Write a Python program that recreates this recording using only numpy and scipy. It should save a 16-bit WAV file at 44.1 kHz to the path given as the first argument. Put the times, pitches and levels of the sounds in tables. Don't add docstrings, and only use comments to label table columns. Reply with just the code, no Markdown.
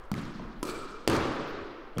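import sys
import numpy as np
from scipy import signal
from scipy.fft import rfft, irfft
from scipy.io import wavfile

SR = 44100
rng = np.random.default_rng(int(sys.argv[2]) if len(sys.argv) > 2 else 0)


def put_to_file(sound):
    columns = np.atleast_2d(sound).T
    safe = np.clip(columns, -1, 1)
    whole_steps = np.round(safe * 32767)
    wavfile.write(sys.argv[1], SR, whole_steps.astype(np.int16))


def invert_db(level):
    return 10 ** (np.asarray(level, dtype=float) / 20)


N = 88200
COURT_TOP_HZ = 15750

# (pitch [Hz], level [dB], time to fade by 60 dB [s])
FLOOR_THUMP = [(183, 6, 0.029), (450, -18, 0.037), (740, -4, 0.0089), (1330, -6, 0.03)]
# modes (pitch [Hz], level [dB], time to fade by 60 dB [s]),
# then scrape length [s], scrape level [dB], scrape top [Hz], rattle fade by 60 dB [s], rattle level [dB]
SOLE_SNAP = ([(1020, -12, .01), (1920, -18, 0.0088), (3240, -5, 0.026), (4650, -19, .01)],
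              0.001, -14, 3000, .02, -28)


def level(x, db):
    return x * invert_db(db) / np.sqrt(np.mean(x ** 2))


def table(points, hz):
    p = np.array(points, float)
    return np.interp(np.log(np.maximum(hz, 1)), np.log(p[:, 0]), p[:, 1])


def colour(x, gain):
    return irfft(rfft(x) * gain(np.fft.rfftfreq(len(x), 1 / SR)), len(x))


def dull(x, top_hz):
    return signal.lfilter(*signal.butter(2, min(top_hz, .45 * SR), fs=SR), x)


def flutter(t):
    patch_db, patches_per_s = 3, 70
    wobble = np.interp(t * patches_per_s, np.arange(400), rng.standard_normal(400))
    return invert_db(patch_db * wobble - .5)


def ring(modes, detune, wave):
    t = np.arange(SR // 10) / SR
    y = 0
    for (hz, db, t60), d in zip(modes, detune):
        y = y - invert_db(db - 60 * t / t60) * wave(2 * np.pi * hz * d * t)
    return y / np.abs(y).max()


def impact(arrivals, body, crack):
    push_s, crack_rise_s = .0008, 0.00011
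    echo_blur, echo_top_hz = 1.98, 13300
    modes, scrape_s, scrape_db, top_hz, rattle_t60, rattle_db = crack
    out = np.zeros(N + SR)
    t = np.arange(SR // 10) / SR
    for k, (s, thump_db, crack_db) in enumerate(arrivals):
        is_echo = k > 0
        blur = echo_blur if is_echo else 1
        detune = 1 + 0.012 * is_echo * rng.standard_normal(12)

        push = np.sin(np.pi * np.clip(t[:441] / (push_s * blur), 0, 1)) ** 2
        thump = np.convolve(ring(body, detune, np.cos), push / push.sum())[:len(t)]

        scrape = invert_db(scrape_db) * np.exp(-(t / (scrape_s * blur) - 1) ** 2) * (t > 0)
        rattle = invert_db(rattle_db - 60 * t / rattle_t60)
        noise = dull(rng.standard_normal(len(t)), top_hz) * (scrape + rattle)
        tones = ring(modes, detune[4:], np.sin) * (1 - np.exp(-t / crack_rise_s)) / blur
        snap = tones + noise
        if is_echo:
            snap = dull(snap, echo_top_hz)

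        i = int((s - push_s * blur / 2) * SR)
        j = int((s - scrape_s) * SR)
        out[i:i + len(t)] += invert_db(thump_db) * thump
        out[j:j + len(t)] += invert_db(crack_db) * snap
    return out[:N]


def floor_bounce():
    # (time [s], thump level [dB], crack level [dB])
    arrivals = [(.1168, -14, -23.5), (.1179, -18.5, -36), (.1318, -19, -38), (.152, -36, -37),
                (.1635, -26, -39), (.1705, -23, -47), (.1795, -18, -42), (.1925, -19.5, -43),
                (.2015, -37, -58), (.215, -30, -37), (.229, -25, -48), (.253, -41, -41), (.277, -37, -46)]
    # [Hz, dB, s]
    snap = ([(1140, -8, 0.0077), (1640, 2, 0.0047), (3070, -25, .004), (4140, -3, 0.0043),
             (8550, -10, 0.0064), (12000, -8, .004), (14900, -10, 0.0038)], 0.0008, -7, 4900, 0.059, -19)
    return impact(arrivals, FLOOR_THUMP, snap)


def floor_nick():
    # (time [s], thump level [dB], crack level [dB])
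    arrivals = [
        (.1412, -36, -24.5),
    ]
    # [Hz, dB, s]
    snap = ([(2160, 11.5, 0.0078), (2960, -2, 0.0056), (4880, 2, 0.0079), (8000, -8, 0.0036),
             (12500, -15, .003)], 0.00041, -17, 10000, 0.0099, -18)
    return impact(arrivals, FLOOR_THUMP, snap)


def back_wall_touch():
    # (time [s], thump level [dB], crack level [dB])
    arrivals = [
        (.3964, -25.5, -47),
        (.404, -29, -54),
        (.4235, -20, -61),
    ]
    # (pitch [Hz], level [dB], time to fade by 60 dB [s])
    body = [(296, -8, 0.013), (660, -6, 0.017), (1010, -1, 0.025)]
    return impact(arrivals, body, SOLE_SNAP)


def racket_drive():
    # (time [s], thump level [dB], crack level [dB])
    arrivals = [(.6296, -11.5, -29), (.6365, -45, -38), (.6525, -17.5, -37.5), (.657, -22, -43),
                (.671, -43, -41), (.677, -42, -43), (.683, -35, -44), (.6925, -16, -45), (.698, -36, -38),
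                (.7035, -38, -46), (.7155, -30, -47), (.745, -37, -47), (.758, -34, -49),
                (.788, -52, -54.5), (.821, -43, -53), (.908, -30, -57)]
    # (pitch [Hz], level [dB], time to fade by 60 dB [s])
    body = [(300, -1.5, 0.025), (1000, -7.5, 0.04), (1300, -11, 0.035), (1610, -11.5, 0.013)]
    # [Hz, dB, s]
    snap = ([(3360, -10, 0.0049), (4900, 7, 0.009), (5830, -10, 0.011), (8800, 4, 0.01), (9550, -15, .006),
             (13500, -1, 0.0092)], 0.0009, -14.5, 10800, 0.04, -2.5)
    return impact(arrivals, body, snap)


def front_wall_smack():
    # (time [s], thump level [dB], crack level [dB])
    arrivals = [(1.0768, -6.5, -7.5), (1.0845, -34, -13), (1.0855, -10, -23), (1.0925, -27, -38),
                (1.0985, -14, -11), (1.1012, -29, -17.5), (1.1065, -29, -30), (1.1135, -32, -34),
                (1.1162, -11.5, -19), (1.1315, -26, -16.5), (1.134, -13.5, -42), (1.143, -12, -42),
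                (1.1465, -20, -24), (1.153, -37, -25), (1.161, -34, -34), (1.165, -33, -17),
                (1.1365, -23, -30), (1.1575, -26, -22), (1.2075, -21, -30), (1.255, -11.5, -29),
                (1.27, -24, -29)]
    # (pitch [Hz], level [dB], time to fade by 60 dB [s])
    body = [(387, 12, 0.0093), (640, -10, 0.006), (1280, -20, 0.025)]
    # [Hz, dB, s]
    snap = ([(2800, 15.5, 0.0026), (3170, 6, 0.0053), (4550, 12.5, 0.0054), (8100, 0, 0.0086),
             (11100, 1, 0.0043), (12800, 3, 0.0044), (15200, -1, 0.0053)], 0.00028, -13.5, 5400, 0.048, -17)
    return impact(arrivals, body, snap)


def floor_landing():
    # (time [s], thump level [dB], crack level [dB])
    arrivals = [
        (1.9836, -16.5, -19.5),
        (1.996, -36, -50),
        (1.9995, -32, -38),
    ]
    # (pitch [Hz], level [dB], time to fade by 60 dB [s])
    body = [(137, -11, 0.04), (274, -12, 0.025), (1200, -3, 0.015)]
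    # [Hz, dB, s]
    snap = ([(2460, 4, 0.0045), (4450, -2, 0.0096), (5600, -4, 0.0081), (7500, -3, .005),
             (8550, -3, 0.0064), (11900, -3, .004)], .0005, -31, 10000, 0.016, -16)
    return impact(arrivals, body, snap)


def shoe_steps():
    # (time [s], thump level [dB], crack level [dB])
    arrivals = [
        (.4005, -28, -70),
        (.4525, -25, -60),
        (1.9665, -23.5, -70),
        (1.9735, -16.5, -31),
    ]
    # (pitch [Hz], level [dB], time to fade by 60 dB [s])
    body = [(136, 4, 0.016), (263, -23, 0.005), (455, -9, 0.09)]
    return impact(arrivals, body, SOLE_SNAP)


def footfalls():
    # (start time [s], level [dB], pitch [Hz], time to fade by 60 dB [s])
    sways = [
        (.452, -36, 20, .15),
        (1.965, -38, 35, .2),
        (1.082, -32, 115, .3),
    ]
    out = 0
    for s, db, hz, t60 in sways:
        age = np.maximum(np.arange(N) / SR - s, 0)
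        out = out + invert_db(db - 60 * age / t60) * np.sin(2 * np.pi * hz * age)
    return out


def court(start_s, db, build_s, age_s, wait_s, feed, peaks):
    # (pitch [Hz], time to fade by 60 dB [s])
    fade_times = [(60, 1.28), (200, 1.19), (400, 2.61), (1000, 2.21), (2500, 2.19), (5000, 1.78),
                  (9000, 0.81), (16000, 0.68)]
    reflections_per_s3, scatter_db = 18000000, 6
    treble_hz = 2570
    bloom_s, bloom_width_s, bloom_db = 0.066, 0.024, 3.5
    t = np.arange(N + SR) / SR

    share = np.clip(reflections_per_s3 * (t + 0.0019) ** 2 / SR, 1e-4, 1)
    present = rng.random(len(t)) < share
    strength = rng.standard_normal(len(t))
    scatter = invert_db(scatter_db * rng.standard_normal(len(t)) * (1 - share))
    hits = present * strength * scatter / np.sqrt(share)

    hz = np.fft.rfftfreq(len(t), 1 / SR)
    gain = invert_db(table(feed, hz)) / (1 + (55 / np.maximum(hz, 1)) ** 2) * (hz < COURT_TOP_HZ)
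    spectrum = rfft(hits) * gain / np.sqrt(np.mean(gain ** 2))

    swell = 1 - np.exp(-t / build_s)
    late = 1 - np.exp(-(t / wait_s) ** 3)
    late = late * invert_db(bloom_db * np.exp(-((t - bloom_s) / bloom_width_s) ** 2))
    y = 0
    for centre in 30 * 2 ** np.arange(0, 10, .5):
        treble = centre / (centre + treble_hz)
        band = np.clip(1 - 2 * np.abs(np.log2(np.maximum(hz, 1) / centre)), 0, 1)
        fade = invert_db(-60 * (t - age_s) / table(fade_times, centre))
        y = y + irfft(spectrum * band, len(t)) * flutter(t) ** treble * fade * swell * late ** treble
    for p_hz, width, p_db, t60 in peaks:
        treble = p_hz / (p_hz + treble_hz)
        tone = irfft(spectrum * invert_db(p_db) * np.exp(-((hz - p_hz) / width) ** 2), len(t))
        fade = invert_db(-60 * (t - age_s) / t60)
        y = y + tone * flutter(t) ** 2 * fade * swell * late ** treble

    i = int(start_s * SR)
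    if i < 0:
        y = y[-i:N - i]
    else:
        y = np.concatenate([np.zeros(i), y[:N - i]])
    return invert_db(db) * y


def court_echoes():
    # (start [s], level [dB], build-up [s], age where level and colour hold [s], treble wait [s])
    echoes = [
        (-.45, -47, .05, 0.33, .02),
        (.119, -35, 0.0083, 0.056, 0.049),
        (0.401, -45, 0.01, 0.037, 0.017),
        (.632, -37, 0.0033, 0.045, 0.047),
        (1.079, -27.5, 0.013, 0.1, 0.031),
        (1.975, -24.5, 0.035, 0.033, 0.021),
    ]
    # (pitch [Hz], level [dB per Hz])
    earlier_feed = [(130, -12), (400, 0), (800, -6.5), (1200, 0), (2000, -13.5), (4500, -26), (7000, -35),
                    (15000, -34)]
    # (pitch [Hz], level [dB per Hz])
    bounce_feed = [(90, -2.5), (225, 2), (500, -18.5), (800, -21.5), (1250, -15), (2200, -25.5),
                   (4800, -32), (15000, -55)]
    # (pitch [Hz], level [dB per Hz])
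    touch_feed = [(90, -15), (230, 0.5), (500, -22.5), (800, -14), (1250, -17), (2500, -32.5), (5000, -44),
                  (15000, -65)]
    # (pitch [Hz], level [dB per Hz])
    drive_feed = [(120, -6), (400, 1), (750, -15), (1250, -5), (1900, -20.5), (4300, -22), (8000, -30),
                  (15000, -40)]
    # (pitch [Hz], level [dB per Hz])
    smack_feed = [(90, -4), (200, -2.5), (340, -1), (750, -13), (1200, -9), (2000, -18.5), (4800, -27.5),
                  (15000, -56)]
    # (pitch [Hz], width [Hz], level [dB], time to fade by 60 dB [s])
    strings = [(1315, 78, -2.5, 2.4), (2370, 65, 4.5, 2.1), (4430, 460, 0.5, 0.6), (8000, 520, 7, 0.73)]
    feeds = [earlier_feed, bounce_feed, touch_feed, drive_feed, smack_feed, bounce_feed]
    peaks = [[], [], [], strings, [], []]
    return sum(court(*row, feed, tones) for row, feed, tones in zip(echoes, feeds, peaks))


def brushes():
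    # (centre time [s], rise [s], fall [s], centre pitch [Hz], level [dB])
    rustles = [(.04, 0.0027, .006, 6000, -72), (.052, 0.0015, .003, 9500, -72),
               (.622, 0.048, .008, 12000, -78), (.665, 0.0087, 0.044, 13000, -61),
               (1.495, .03, 0.018, 13000, -71), (1.65, .03, 0.018, 8000, -85),
               (1.961, 0.012, 0.0052, 8000, -78), (.05, 0.05, 0.03, 50, -55),
               (.47, 0.057, 0.029, 25.1, -45.5), (.59, 0.026, 0.034, 24.9, -40.5),
               (1.27, 0.036, .04, 70, -62), (1.63, 0.026, 0.013, 70, -52)]
    t = np.arange(N) / SR
    out = 0
    for s, rise, fall, hz, db in rustles:
        def hump(f):
            octaves = np.log2(np.maximum(f, 1) / hz)
            return np.exp(-(octaves / 0.49) ** 2) * (f < COURT_TOP_HZ)

        shape = np.exp(-((t - s) / np.where(t < s, rise, fall)) ** 2)
        grain = rng.standard_normal(N) * invert_db(2.7 * rng.standard_normal(N))
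        out = out + shape * level(colour(grain, hump), db)
    return out


def hall():
    # (pitch [Hz], level [dB])
    hush_colour = [(30, 6), (60, -25), (120, -14.5), (300, -20), (1200, -44), (3000, -55), (6000, -53),
                   (16000, -53)]
    rumble_hz = 15.6
    hush = colour(rng.standard_normal(N), lambda f: invert_db(table(hush_colour, f)) * (f < COURT_TOP_HZ))
    rumble = colour(rng.standard_normal(N), lambda f: f / (f + 4) / (1 + (f / rumble_hz) ** 4))
    return level(hush, -51) + level(rumble, -48.5)


def scene():
    ball = floor_bounce() + floor_nick() + back_wall_touch() + racket_drive()
    ball = ball + front_wall_smack() + floor_landing()
    feet = shoe_steps() + footfalls()
    return (ball + feet + court_echoes() + brushes() + hall())[None]


def band_limit(x):
    return signal.sosfilt(signal.butter(12, 16510, fs=SR, output="sos"), x)


def record(dry):
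    top_cut = signal.ellip(6, .2, 50, 16100, fs=SR, output="sos")
    mix = signal.sosfilt(top_cut, dry)
    return band_limit(mix)


dry = scene()
out = record(dry)
put_to_file(out)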